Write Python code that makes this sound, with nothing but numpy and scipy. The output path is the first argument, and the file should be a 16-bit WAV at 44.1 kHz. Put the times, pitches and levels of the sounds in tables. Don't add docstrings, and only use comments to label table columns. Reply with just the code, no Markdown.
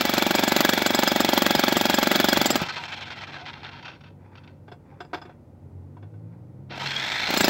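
import sys
import numpy as np
from scipy import signal
from scipy.fft import rfft, irfft
from scipy.io import wavfile
from scipy.ndimage import uniform_filter1d

SR = 44100
rng = np.random.default_rng(int(sys.argv[2]) if len(sys.argv) > 2 else 0)


def unload_wav(signal):
    wavfile.write(
        sys.argv[1],
        SR,
        np.round(np.clip(np.atleast_2d(signal).T, -1, 1) * 32767).astype(np.int16),
    )


N = 330309
T = np.arange(N) / SR
GEAR_RATIO = 12
WORKING_RATE = 23.3

# (time [s], rate [turns/s])
FIRST_RUN = [(0.0, 23.46), (1.05, 23.45), (1.35, 23.04), (1.9, 23.02), (2.43, 23.47), (2.52, 19.67),
             (2.63, 14.54), (3.3, 8.07), (3.9, 3.34), (4.15, 0.0)]
# (time [s], rate [turns/s])
SECOND_RUN = [(6.69, 0.0), (6.8, 13.8), (6.89, 21.7), (6.98, 22.0), (7.03, 24.9), (7.17, 26.0),
              (7.25, 27.2), (7.36, 30.2), (7.43, 27.3), (7.49, 26.6)]
# (first run [s], second run [s])
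FIRST_STROKES_S = (0.009, 6.796)
# (time [s], relative thump level [dB], relative crack level [dB])
FORCE = [(0, -2, 1.5), (.52, -0.04, 1.2), (.57, 0.5, 6), (.69, 2, 5.5), (.74, -1, 2.5), (.82, -2, -2),
         (1.0, .5, 1.5), (1.16, .5, -0.7), (1.33, 1.2, 3.6), (1.85, 0.3, 2), (2.25, 1.5, 3),
         (2.46, 1.5, 3.5), (2.56, -1.5, 3), (2.62, -10, -12), (7.31, -6.5, -5.5), (7.37, -4, 2),
         (7.41, -0.5, 3.5), (7.49, 1.5, 2)]
# (frequency [Hz], relative level [dB], t60 [s])
CHISEL_LOW = [(4900, -38.5, 0.13), (5086, -29, 0.06)]
CHISEL_HIGH = [(6930, -40.5, 0.15), (7615, -35, 0.19)]
CHISEL_TOP = [(12350, -40.5, 0.12), (14300, -34, 0.044), (15000, -58.5, 0.045), (15650, -34, .06)]
# (frequency [Hz], width [Hz], gain [dB])
CASE = [(721, 44, 7), (835, 39, 7), (925, 41, 5.5), (1165, 110, -8), (1321, 80, 6.5), (1530, 25, 8),
        (1613, 120, 4.5), (2034, 43, 4.5), (2280, 270, 4.5), (2440, 46, 5.5), (2710, 58, 9),
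        (2930, 140, -2), (3162, 70, 8.5), (3212, 113, 1), (3520, 330, 5.5), (4200, 190, 5.5),
        (5446, 110, 6.5), (6340, 200, 4)]
# (frequency [Hz], width [Hz], gain [dB])
BODY = [(234, 66, 5), (454, 41, -15), (565, 180, 4), (669, 27, -7), (758, 68, 5.5), (826.6, 41, 6.5),
        (1057, 158, -6.5), (1370, 130, 1.5), (1666, 57, 8), (1816, 260, -3.5), (1950, 170, 6)]
# (frequency [Hz], width [Hz], gain [dB])
HOLDER = [(357, 65, 5.5), (724, 38, 8), (856, 110, 4), (1130, 75, -3), (1570, 95, 8), (2110, 100, -3),
          (2680, 90, 0), (3440, 140, 12), (3560, 120, 5), (4600, 120, 5)]


def from_db(db):
    return 10 ** (np.asarray(db) / 20)


def rms_one(x):
    return x / np.sqrt(np.mean(x ** 2) + 1e-20)


def in_time(rows):
    s, *columns = np.transpose(rows)
    return [np.interp(T, s, column) for column in columns]


def drift(rate):
    knots = rng.standard_normal(8000)
    return rms_one(np.interp(T * rate, np.arange(len(knots)), knots))


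def add(track, s, sound):
    at = int(np.clip(round(s * SR), 0, N - 1))
    track[at:at + len(sound)] += sound[:N - at]


def colour(x, spectrum, resonances=(), size=4096):
    hz = np.maximum(np.arange(size // 2 + 1) * SR / size, 1)
    points = np.array(spectrum)
    db = np.interp(np.log(hz), np.log(points[:, 0]), points[:, 1])
    for centre, width, peak_db in resonances:
        db = db + peak_db / (1 + (2 * (hz - centre) / width) ** 2)
    cepstrum = irfft(np.log(from_db(db)))
    cepstrum[1:size // 2] *= 2
    cepstrum[size // 2 + 1:] = 0
    response = irfft(np.exp(rfft(cepstrum)))
    return signal.oaconvolve(x, response / np.linalg.norm(response))[:N]


def shifting(x, spectrum, resonances, sway, rate=22):
    place = np.clip(drift(rate), -1, 1)
    out = 0
    for k in (-1, 0, 1):
        share = np.maximum(1 - np.abs(place - k), 0)
        tuned = [(hz * (1 + k * sway), width, db) for hz, width, db in resonances]
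        out = out + colour(x * share, spectrum, tuned)
    return out


def grit(spread_db):
    steps = np.repeat(rng.standard_normal(N // 16 + 1), 16)[:N]
    return rms_one(rng.standard_normal(N) * from_db(spread_db * steps))


def chatter(per_s, fall_s, bed, uneven=.35, uneven_db=4.0):
    rate = per_s * np.exp(uneven * drift(150)) * np.ones(N)
    count = np.floor(np.cumsum(rate) / SR)
    ticks = np.diff(count, prepend=0) * from_db(uneven_db * np.clip(drift(300), -2, 2))
    decaying = signal.lfilter([1], [1, -np.exp(-1 / (fall_s * SR))], ticks + 1e-18)
    return rms_one(bed + decaying)


def bursts(rows, fall_s):
    force, t = np.zeros(N), T[:SR // 8]
    for s, db, length in rows:
        add(force, s, from_db(db) * np.exp(-np.maximum(t - length, 0) / fall_s))
    return force


def tone(hz):
    return np.sqrt(2) * np.sin(2 * np.pi * (np.cumsum(hz) / SR + rng.random()))


def chisel(strikes, modes, width_hz, free_s=0.063, build_s=0.0039):
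    out, t = np.zeros(N), T[:SR // 10]
    free = (1 - np.exp(-t / build_s)) / np.sqrt(1 + (t / free_s) ** 6)
    for s, db in strikes:
        for hz, mode_db, t60 in modes:
            strength_db, phase = 2 * rng.standard_normal(2)
            walk = np.sqrt(2 * np.pi * width_hz / SR) * np.cumsum(rng.standard_normal(len(t)))
            swing = np.sin(2 * np.pi * (hz * t + phase) + uniform_filter1d(walk, size=40))
            decay = from_db(db + mode_db + strength_db - 60 * t / t60)
            add(out, s, swing * free * decay)
    return out


def street(floor_db=-51.0, idle_db=-1.0, engine_db=1.5):
    # (frequency [Hz], relative level [dB])
    rumble_colour = [(15, -73.5), (25, -37.5), (80, -10), (130, -7.5), (205, -13.5), (317, -17),
                     (405, -19.5), (560, -19), (659, -27), (818, -25), (1100, -35), (1520, -38),
                     (1700, -46), (1840, -40.5), (3080, -52), (16000, -60.5)]
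    # (frequency [Hz], relative level [dB])
    idle_tones = [(96, -52.5), (143, -56), (166, -64.5), (238, -61.5), (287, -64.5), (331, -65.5)]
    # (time [s], firing rate [Hz], relative level [dB])
    engine = [(5.4, 80, -63), (5.85, 91.4, -46.5), (6.08, 104.3, -50.5), (6.25, 109.1, -44.5),
              (6.45, 120.7, -52.5), (6.62, 133, -49), (6.9, 139.7, -45.5), (7.05, 128.9, -54),
              (7.2, 121, -58.5)]
    # (multiple of the firing rate, relative level [dB])
    exhaust = [(1, 2.5), (1.5, -5.5), (2, -33), (2.5, -12), (3, -18), (4.5, -19.5)]
    firing, level_db = in_time(engine)
    present = np.interp(T, [5.1, 5.45, 7.1, 7.4], [0, 1, 1, 0])
    firing = firing * (1 + 0.00658 * drift(25))
    passing = sum(tone(k * firing) * from_db(level_db + db + min(k * k, 3) * drift(9)) for k, db in exhaust)
    idle = sum(tone(hz * (1 + .008 * drift(9))) * from_db(db + 2.0 * drift(5.4)) for hz, db in idle_tones)
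    rumble = colour(rng.standard_normal(N), rumble_colour)
    return from_db(floor_db) * rumble + from_db(idle_db) * idle + from_db(engine_db) * present * passing


def scraping(fade_s=0.046, uneven_db=1.5):
    # (time [s], length [s], relative level [dB])
    drags = [(4.2, 0.31, -61.5), (4.88, 0.092, -57.5), (5.0, .07, -59), (5.117, 0.21, -58),
             (6.28, .12, -69)]
    # (frequency [Hz], relative level [dB])
    rubble = [(150, -15), (600, -9), (950, 9.5), (1500, -2), (2400, -1), (3000, -20), (5000, -20),
              (8000, -42), (16000, -54.5)]
    force = 0
    for s, length, db in drags:
        corners = [s - fade_s, s + fade_s, s + length - fade_s, s + length + fade_s]
        force = force + from_db(db) * np.interp(T, corners, [0, 1, 1, 0])
    force = force * from_db(uneven_db * drift(46))
    return colour(force * chatter(per_s=70, fall_s=0.0052, bed=0.71) * grit(spread_db=3.0), rubble, HOLDER)


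def holder_notes(level_db=0.0):
    # (time [s], frequency [Hz], relative level [dB], t60 [s])
    notes = [(2.6, 1260, -23, .08), (2.692, 4250, -28, 0.08), (2.699, 1290, -27, 0.094),
             (2.778, 957, -36, .25), (3.36, 728, -43, .3), (3.41, 720, -39.5, .3),
             (3.865, 2710, -40.5, .25), (4.92, 813, -42, .12), (5.968, 947, -32, 0.041),
             (6.865, 4250, -29, .1), (6.875, 3330, -27, 0.064), (6.912, 3290, -24, 0.076),
             (6.961, 3320, -16.5, .06)]
    return sum(chisel([(s, db + level_db)], [(hz, 0, t60)], width_hz=24) for s, hz, db, t60 in notes)


def knocks(knock_db=-7.0, low_db=16.0, high_db=1.0, holder_db=19.5, hard_db=-27.5, soft_hz=1800):
    # (time [s], relative level [dB], ring against the knock [dB], t60 [s])
    contacts = [(4.678, -32.5, -18.5, 0.074), (4.716, -28.5, -12, 0.076), (5.003, -24.5, -8, .08),
                (5.045, -36, -5, 0.061), (5.131, -18.5, -21, 0.091), (5.141, -22, -9, 0.076),
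                (5.171, -30, -6, 0.075), (5.215, -29, -5, 0.076), (5.251, -31, -19, 0.074),
                (5.292, -35, -21, 0.087), (5.967, -39, -27, .05), (6.024, -37, -22, 0.096),
                (6.137, -43, -30, .05)]
    # (frequency [Hz], relative level [dB])
    knock_colour = [(80, -8), (250, 2.5), (400, 5), (720, 1), (1100, 3.5), (1600, -1.5), (2500, -8),
                    (4200, -14), (6000, -22.5), (8500, -44), (12500, -39), (16000, -42)]
    # (frequency [Hz], relative level [dB], t60 [s])
    holder_ring = [(717, -32.5, 0.1), (940, -38, 0.12), (1213, -45, 0.12), (1500, -38, 0.1),
                   (2210, -50, .14), (2710, -50, 0.16), (3350, -54, 0.21), (4200, -59, 0.16),
                   (9800, -68, .14)]
    force, bright, t = np.zeros(N), np.zeros(N), T[:SR // 6]
    for s, db, _, t60 in contacts:
        contact = from_db(db - 60 * t / t60) * (1 - np.exp(-t / 0.0028))
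        add(force, s, contact)
        add(bright, s, contact * min(from_db(db - hard_db), 1))
    chips = grit(spread_db=3.5)
    lowpass = signal.butter(1, soft_hz, fs=SR, output="sos")
    dull = signal.sosfiltfilt(lowpass, (force - bright) * chips)
    low = [(s, db + ring + low_db) for s, db, ring, _ in contacts]
    high = [(s, db + ring + high_db) for s, db, ring, _ in contacts]
    holder = [(s, db + holder_db) for s, db, _, _ in contacts]
    steel = chisel(low, CHISEL_LOW, width_hz=32)
    steel += chisel(high, CHISEL_HIGH + CHISEL_TOP[:1], width_hz=30)
    steel += chisel(holder, holder_ring, width_hz=10.4)
    return from_db(knock_db) * colour(bright * chips + dull, knock_colour, HOLDER) + steel


def rattles(rattle_db=-10.0, fall_s=0.0068, tail_db=-15.5, tail_s=0.059, soft_hz=5200):
    # (time [s], relative level [dB], length [s])
    runs = [(2.6, -19, 0.016), (2.628, -28, 0.011), (2.69, -30, 0.016), (2.762, -22.5, 0.023),
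            (3.826, -33.5, 0.0054), (3.847, -30, 0.016), (3.879, -34, 0.024), (3.915, -44, 0.048),
            (4.007, -46, 0.0094), (4.036, -43.5, 0.02), (4.062, -47, 0.026), (4.354, -36.5, 0.0036),
            (4.373, -42, .008), (4.436, -45, .006), (4.476, -41.5, 0.0045), (4.504, -58, 0.0037),
            (6.698, -49, 0.0055), (6.72, -28, 0.023), (6.796, -28, 0.027)]
    # (frequency [Hz], relative level [dB])
    slack_colour = [(150, -31), (500, -0.5), (850, 4), (1500, 0), (2600, 5), (3600, -1.5), (5400, -8),
                    (6500, -14), (8000, -26), (9500, -38), (16000, -40)]
    # (frequency [Hz], width [Hz], gain [dB])
    slack = [(783, 74, 4.5), (955, 40, 14), (1340, 150, 9), (1526, 105, 13.5), (2625, 67, 9), (3190, 53, 8),
             (3550, 80, 10.5), (4260, 40, 9), (4620, 110, 10), (5550, 73, 12)]
    ticks = chatter(per_s=260, fall_s=.002, bed=.4) * grit(spread_db=1.5)
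    force = bursts(runs, fall_s) + from_db(tail_db) * bursts(runs, tail_s)
    softened = signal.sosfilt(signal.butter(2, soft_hz, fs=SR, output="sos"), force * ticks)
    return from_db(rattle_db) * colour(softened, slack_colour, slack)


def jolts(jolt_db=10.0):
    # (time [s], relative level [dB])
    bumps = [(1.562, -14), (2.388, -14), (2.615, -10), (7.409, -11.5)]
    # (frequency [Hz], relative level [dB])
    jolt_colour = [(8, -59), (28, -24), (60, -8.5), (110, -4), (170, 5.5), (300, -27), (1000, -60)]
    kicks = np.zeros(N)
    for s, db in bumps:
        add(kicks, s, from_db([db + jolt_db]))
    return colour(kicks, jolt_colour)


def crank_rate():
    return in_time(FIRST_RUN)[0] + in_time(SECOND_RUN)[0]


def crank_turns():
    turns = np.cumsum(crank_rate()) / SR
    first, second = np.interp(FIRST_STROKES_S, T, turns)
    return turns - np.where(T < SECOND_RUN[0][0], first, second)


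def speed_decades():
    return np.log10(np.maximum(crank_rate(), 1e-3) / WORKING_RATE)


def strokes(turn=0):
    times = []
    for run, first_s in zip((FIRST_RUN, SECOND_RUN), FIRST_STROKES_S):
        turns = np.cumsum(in_time(run)[0]) / SR
        turns = turns - np.interp(first_s, T, turns) - turn
        times.extend(T[1:][np.diff(np.floor(turns)) > 0])
    return np.array(times)


def biting(s):
    # (start [s], end [s])
    bites = [(-1, 2.65), (7.29, 8)]
    return sum((s > start) & (s < end) for start, end in bites).astype(float)


def blows():
    s = strokes()
    s = s[biting(s) > 0]
    return np.transpose([s] + [np.interp(s, T, db) for db in in_time(FORCE)])


def compression():
    lead_s, rise_s, release_s = .004, .0055, .0018
    load, t = np.zeros(N), T[:SR // 20] - T[SR // 30]
    squeeze = np.exp(-.5 * (t / np.where(t < 0, rise_s, release_s)) ** 2)
    for s, db, _ in blows()[1:]:
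        add(load, s - lead_s + t[0], min(from_db(db), 1) * squeeze)
    return load


def rotor_rate(load):
    sag, lag_s, inertia_s = .13, .0025, .012
    loaded_wobble, free_wobble, surge = .02, .05, .05
    keep, working = np.exp(-1 / (inertia_s * SR)), biting(T)
    drag = signal.lfilter([1 - keep], [1, -keep], np.interp(T - lag_s, T, load))
    wobble = np.where(working, loaded_wobble, free_wobble) * drift(700)
    wobble = wobble + (1 - working) * surge * np.sin(4 * np.pi * crank_turns())
    extra_drag = drag - working * drag[:2 * SR].mean()
    return GEAR_RATIO * crank_rate() * (1 - sag * extra_drag + wobble)


def fan(fan_db=-38.0, db_per_decade=89.0):
    # (frequency [Hz], relative level [dB])
    fan_colour = [(200, -17), (900, -33), (1550, 3), (2300, 7), (2900, -32), (4200, -3), (6000, -23),
                  (9500, -33), (13000, -27), (16000, -37)]
    unloaded = uniform_filter1d(1 - biting(T), size=SR // 8)
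    roar = from_db(fan_db + db_per_decade * speed_decades()) * rng.standard_normal(N)
    return colour(unloaded * roar, fan_colour)


def tooth_contact():
    # (place in the turn [0-1], width [turns], level [dB])
    dead_centres = [(.47, .06, -8), (.94, .045, -4)]
    turns, db = crank_turns(), 0
    for place, width, dip_db in dead_centres:
        from_centre = (turns - place + .5) % 1 - .5
        db = db + dip_db * (np.exp(-.5 * (from_centre / width) ** 2) - 2 * width)
    return from_db(db * (1 - biting(T)))


def free_case(x, spectrum, boost):
    return shifting(x, spectrum, [(hz, width, boost * db) for hz, width, db in CASE], sway=.02)


def soften(x, soft_hz=5400, brisk_rate=15.7):
    brisk = np.clip(crank_rate() / brisk_rate, 0, 1) ** 2
    dull = signal.sosfiltfilt(signal.butter(3, soft_hz, fs=SR, output="sos"), x)
    return dull + brisk * (x - dull)


def drive_levels(start_db=28.5, start_s=0.053):
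    gear_db, gear_db_per_decade, gear_bite_db = -40.5, 15, 9
    whine_db, whine_db_per_decade, whine_bite_db = -43.5, 27, 5
    stall_rate = 1.4
    switch_on_s = 0.049
    decades, working = speed_decades(), uniform_filter1d(biting(T), size=SR // 20)
    since_start = T - SECOND_RUN[0][0]
    coasting = 1 / (1 + (stall_rate / (WORKING_RATE * 10 ** decades)) ** 2)
    engaging = np.clip(since_start / switch_on_s, 1e-3, 1)
    turning_db = 20 * np.log10(np.where(since_start < 0, coasting, engaging))
    kick_db = start_db * (since_start > 0) * np.exp(-np.abs(since_start) / start_s)
    noise_db = gear_db + gear_db_per_decade * decades + gear_bite_db * working + kick_db + turning_db
    return noise_db, whine_db + whine_db_per_decade * decades + whine_bite_db * working


def mesh(rotor, load):
    # (time [s], extra level [dB])
    squeal = [(0.5, 14.5), (1.3, 19.5)]
    mesh_db, db_per_decade, free_db = -53.5, 27, 8.0
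    strain = np.interp(T - .0022, T, load) ** .55
    db = mesh_db + db_per_decade * speed_decades() + in_time(squeal)[0] * strain + free_db * (1 - biting(T))
    teeth = tone(12 * rotor) * (1 + .55 * drift(900))
    return teeth * from_db(db + 1.5 * drift(200))


def drive(flutter_db=3.5, buzz_db=-7.5, load_db=5.0):
    # (multiple of the rotor rate, relative level [dB], extra under compression [dB])
    orders = [(3, -19.5, 7), (6, -11, 12.5), (8, -5.5, -2), (18, -29.5, 29.5)]
    # (frequency [Hz], relative level [dB])
    gear_colour = [(60, -10.5), (200, 5.5), (450, 1.5), (800, 1), (2200, -4), (4200, -7), (5200, -9),
                   (6500, -16.5), (8000, -20), (9300, -30.5), (12500, -24.5), (16000, -37)]
    # (frequency [Hz], width [Hz], gain [dB])
    panel = [(3420, 460, 13.5), (3800, 250, 4), (4230, 280, 12.5)]
    (noise_db, whine_db), load = drive_levels(), compression()
    rotor = rotor_rate(load)
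    ticks = np.diff(np.floor(np.cumsum(rotor) / SR), prepend=0)
    buzz = signal.oaconvolve(ticks, rng.standard_normal(SR // 100))[:N]
    buzz = rms_one(signal.sosfilt(signal.butter(2, 700, "high", fs=SR, output="sos"), buzz))
    uneven_db = 2 * drift(150)
    hiss = grit(spread_db=3.0)
    teeth = (hiss + from_db(buzz_db) * buzz) * from_db(noise_db + load_db * load + uneven_db)
    whine = 0
    for k, db, extra_db in orders:
        whine = whine + tone(k * rotor) * from_db(db + extra_db * load + flutter_db * drift(150))
    flat = [(100, 0), (16000, 0)]
    noise = soften(free_case(teeth, gear_colour, boost=0.8))
    return noise + colour(from_db(whine_db) * whine, flat, CASE) + colour(mesh(rotor, load), flat, panel)


def singing(sway=0.029, flutter_db=3.0):
    # (multiple of the rotor rate, relative level [dB])
    free_orders = [(6, -6), (12, -5), (18, -2), (24, -3), (30, -5)]
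    rate, play = crank_rate(), .065
    within_turn = sway * np.sin(2 * np.pi * np.cumsum(rate) / SR)
    rotor = GEAR_RATIO * rate * (1 + within_turn + play * drift(600))
    return rms_one(sum(tone(k * rotor) * from_db(db + flutter_db * drift(30)) for k, db in free_orders))


def clatter(clatter_db=-13.5, fall_s=0.0049, longest_s=0.063):
    # (time [s], relative level [dB], length [s])
    last_strokes = [(3.321, -27, 0.052), (3.384, -28.5, 0.037), (3.455, -26.5, 0.049),
                    (3.531, -27.5, 0.0099), (3.55, -33.5, 0.031), (3.61, -37, 0.012), (3.63, -31, 0.01),
                    (3.641, -24, 0.0077), (3.655, -30, 0.042), (3.714, -31.5, 0.014), (3.732, -33, 0.069)]
    # (frequency [Hz], relative level [dB])
    loose_colour = [(100, -36), (450, -6), (900, 10), (2500, 7.5), (4200, 4.5), (5400, 0.5), (6500, -6.5),
                    (8000, -10.5), (9500, -39), (12300, -41), (16000, -37)]
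    stroke_db, db_per_decade = -16.5, 19.5
    length_turns = 0.32
    return_turn, return_db = .52, -4
    crawl_rate = 8.1
    rows, rate, decades = list(last_strokes), crank_rate(), speed_decades()
    for turn, end_db in ((0, 0), (return_turn, return_db)):
        times = strokes(turn)
        times = times[np.interp(times, T, rate) > crawl_rate]
        weak = np.interp(times, T, in_time(FORCE)[0]) < -5
        for s in times[weak | (biting(times) == 0)]:
            db = stroke_db + end_db + db_per_decade * np.interp(s, T, decades)
            rows.append((s, db, min(length_turns / np.interp(s, T, rate), longest_s)))
    force = bursts(rows, fall_s)
    rebounds = chatter(per_s=140, fall_s=.003, bed=.7) * grit(spread_db=1.2)
    gears = from_db(-12.0) * uniform_filter1d(force, size=SR // 25) * singing()
    return from_db(clatter_db) * soften(free_case(force * rebounds + gears, loose_colour, boost=1.0))


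def landed():
    # (time [s], extra thump level [dB], extra crack level [dB])
    hard_blows = [(.263, 1, 0.5), (.563, 0.5, 0.5), (.605, 1, 0), (.69, -1, 0.5), (.861, 1.5, 4),
                  (.99, 1, 1.5), (1.075, -1, 3), (1.204, 1, 2.5), (1.377, 1, 2.5), (1.68, 0.5, 0),
                  (1.767, 1, 1.5), (2.457, -2, 1)]
    jitter_s = .0003
    rows = blows()
    for s, thump_db, crack_db in hard_blows:
        rows[np.argmin(abs(rows[:, 0] - s))] += [0, thump_db, crack_db]
    return rows + np.outer(rng.standard_normal(len(rows)), [jitter_s, 0, 0])


def ringing(hits, low_db=-1.5, high_db=0.0, top_db=3.5):
    # (time [s], relative low ring level [dB], relative high ring level [dB])
    ring_outs = [(.35, 9, 9.5), (.478, 5, 11.5), (.563, -2, 5.5), (.861, -1, 14.5), (.947, 10, 12),
                 (1.075, 15.5, 7), (1.204, 8.5, 10.5), (1.55, 12, -3.5), (1.767, 6, 11), (1.941, 7.5, 9.5),
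                 (2.286, 16, 1.5), (2.457, 7, 14), (2.505, 13.5, 13.5), (7.39, 10, 11), (7.443, 19.5, 9.5)]
    usual_db, spread_db = [-3.0, -4.5], 4.0
    s, _, crack = hits.T
    low, high = (rng.standard_normal((len(s), 2)) * spread_db + usual_db).T + np.minimum(crack, 0)
    for when, loose_low, loose_high in ring_outs:
        loose = abs(s - when) < .021
        low[loose], high[loose] = loose_low, loose_high
    return (chisel(zip(s, low + low_db), CHISEL_LOW, width_hz=60)
            + chisel(zip(s, high + high_db), CHISEL_HIGH, width_hz=110, free_s=0.014)
            + chisel(zip(s, crack + top_db), CHISEL_TOP, width_hz=50, free_s=0.038))


def cracks(hits, crack_db=-20.0, bite_s=0.00032, crush_s=0.0037, fall_s=0.0027, tail_db=2.5, tail_t60=0.048):
    # (frequency [Hz], relative level [dB])
    crack_colour = [(100, -30.5), (300, -4.5), (700, -9.5), (1100, 4), (1500, 3), (2200, -4.5),
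                    (3100, -2.5), (4500, -1), (5600, -9.5), (7300, -9), (8600, -22), (10400, -24),
                    (11900, -12.5), (15700, -13.5)]
    force, t = np.zeros(N), T[:SR // 10]
    crush = np.exp(-np.maximum(t - crush_s, 0) / fall_s)
    shape = (1 - np.exp(-t / bite_s)) * np.maximum(crush, from_db(tail_db - 60 * t / tail_t60))
    for s, _, db in hits:
        add(force, s, from_db(db + .8 * rng.standard_normal()) * shape)
    sliding = from_db(-19.0) * compression()
    noise = (force + sliding) * grit(spread_db=2.0)
    return from_db(crack_db) * shifting(noise, crack_colour, BODY, sway=.025)


def thumps(hits, thump_db=8.0, rebound_s=0.00318, rebound_share=0.4, jitter_s=.00006, uneven_db=0.23):
    # (frequency [Hz], relative level [dB])
    thump_colour = [(30, -52), (80, -16.5), (130, -13), (190, 3), (270, -2), (360, 1.5), (460, -5.5),
                    (580, -3), (720, -5), (860, -3.5), (1080, -11), (1500, -29), (2300, -30.5), (6000, -39)]
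    kicks = np.zeros(N)
    for (s, db, _), chance in zip(hits, rng.standard_normal((len(hits), 3))):
        db = db + uneven_db * chance[2]
        add(kicks, s, from_db([db]))
        add(kicks, s + rebound_s + jitter_s * chance[0], rebound_share * from_db([db + chance[1]]))
    return -from_db(thump_db) * colour(kicks, thump_colour, BODY)


def scene():
    hits = landed()
    sharp = cracks(hits) + ringing(hits)
    motor = (drive() + fan()) * tooth_contact()
    mid = thumps(hits) + jolts() + sharp + motor + clatter() + rattles()
    mid = mid + knocks() + holder_notes() + scraping() + street()
    treble = signal.sosfilt(signal.cheby1(8, 1, 5200, "high", fs=SR, output="sos"), sharp)
    side = from_db(-14.0) * np.interp(T - .0023, T, treble) * drift(300)
    return np.array([mid + side, mid - side])


def record(dry, top=1.0, cutoff_hz=15900):
    rounded = top * np.tanh(dry / top)
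    return signal.sosfilt(signal.ellip(10, .2, 70, cutoff_hz, fs=SR, output="sos"), rounded)


dry = scene()
out = record(dry)
unload_wav(out)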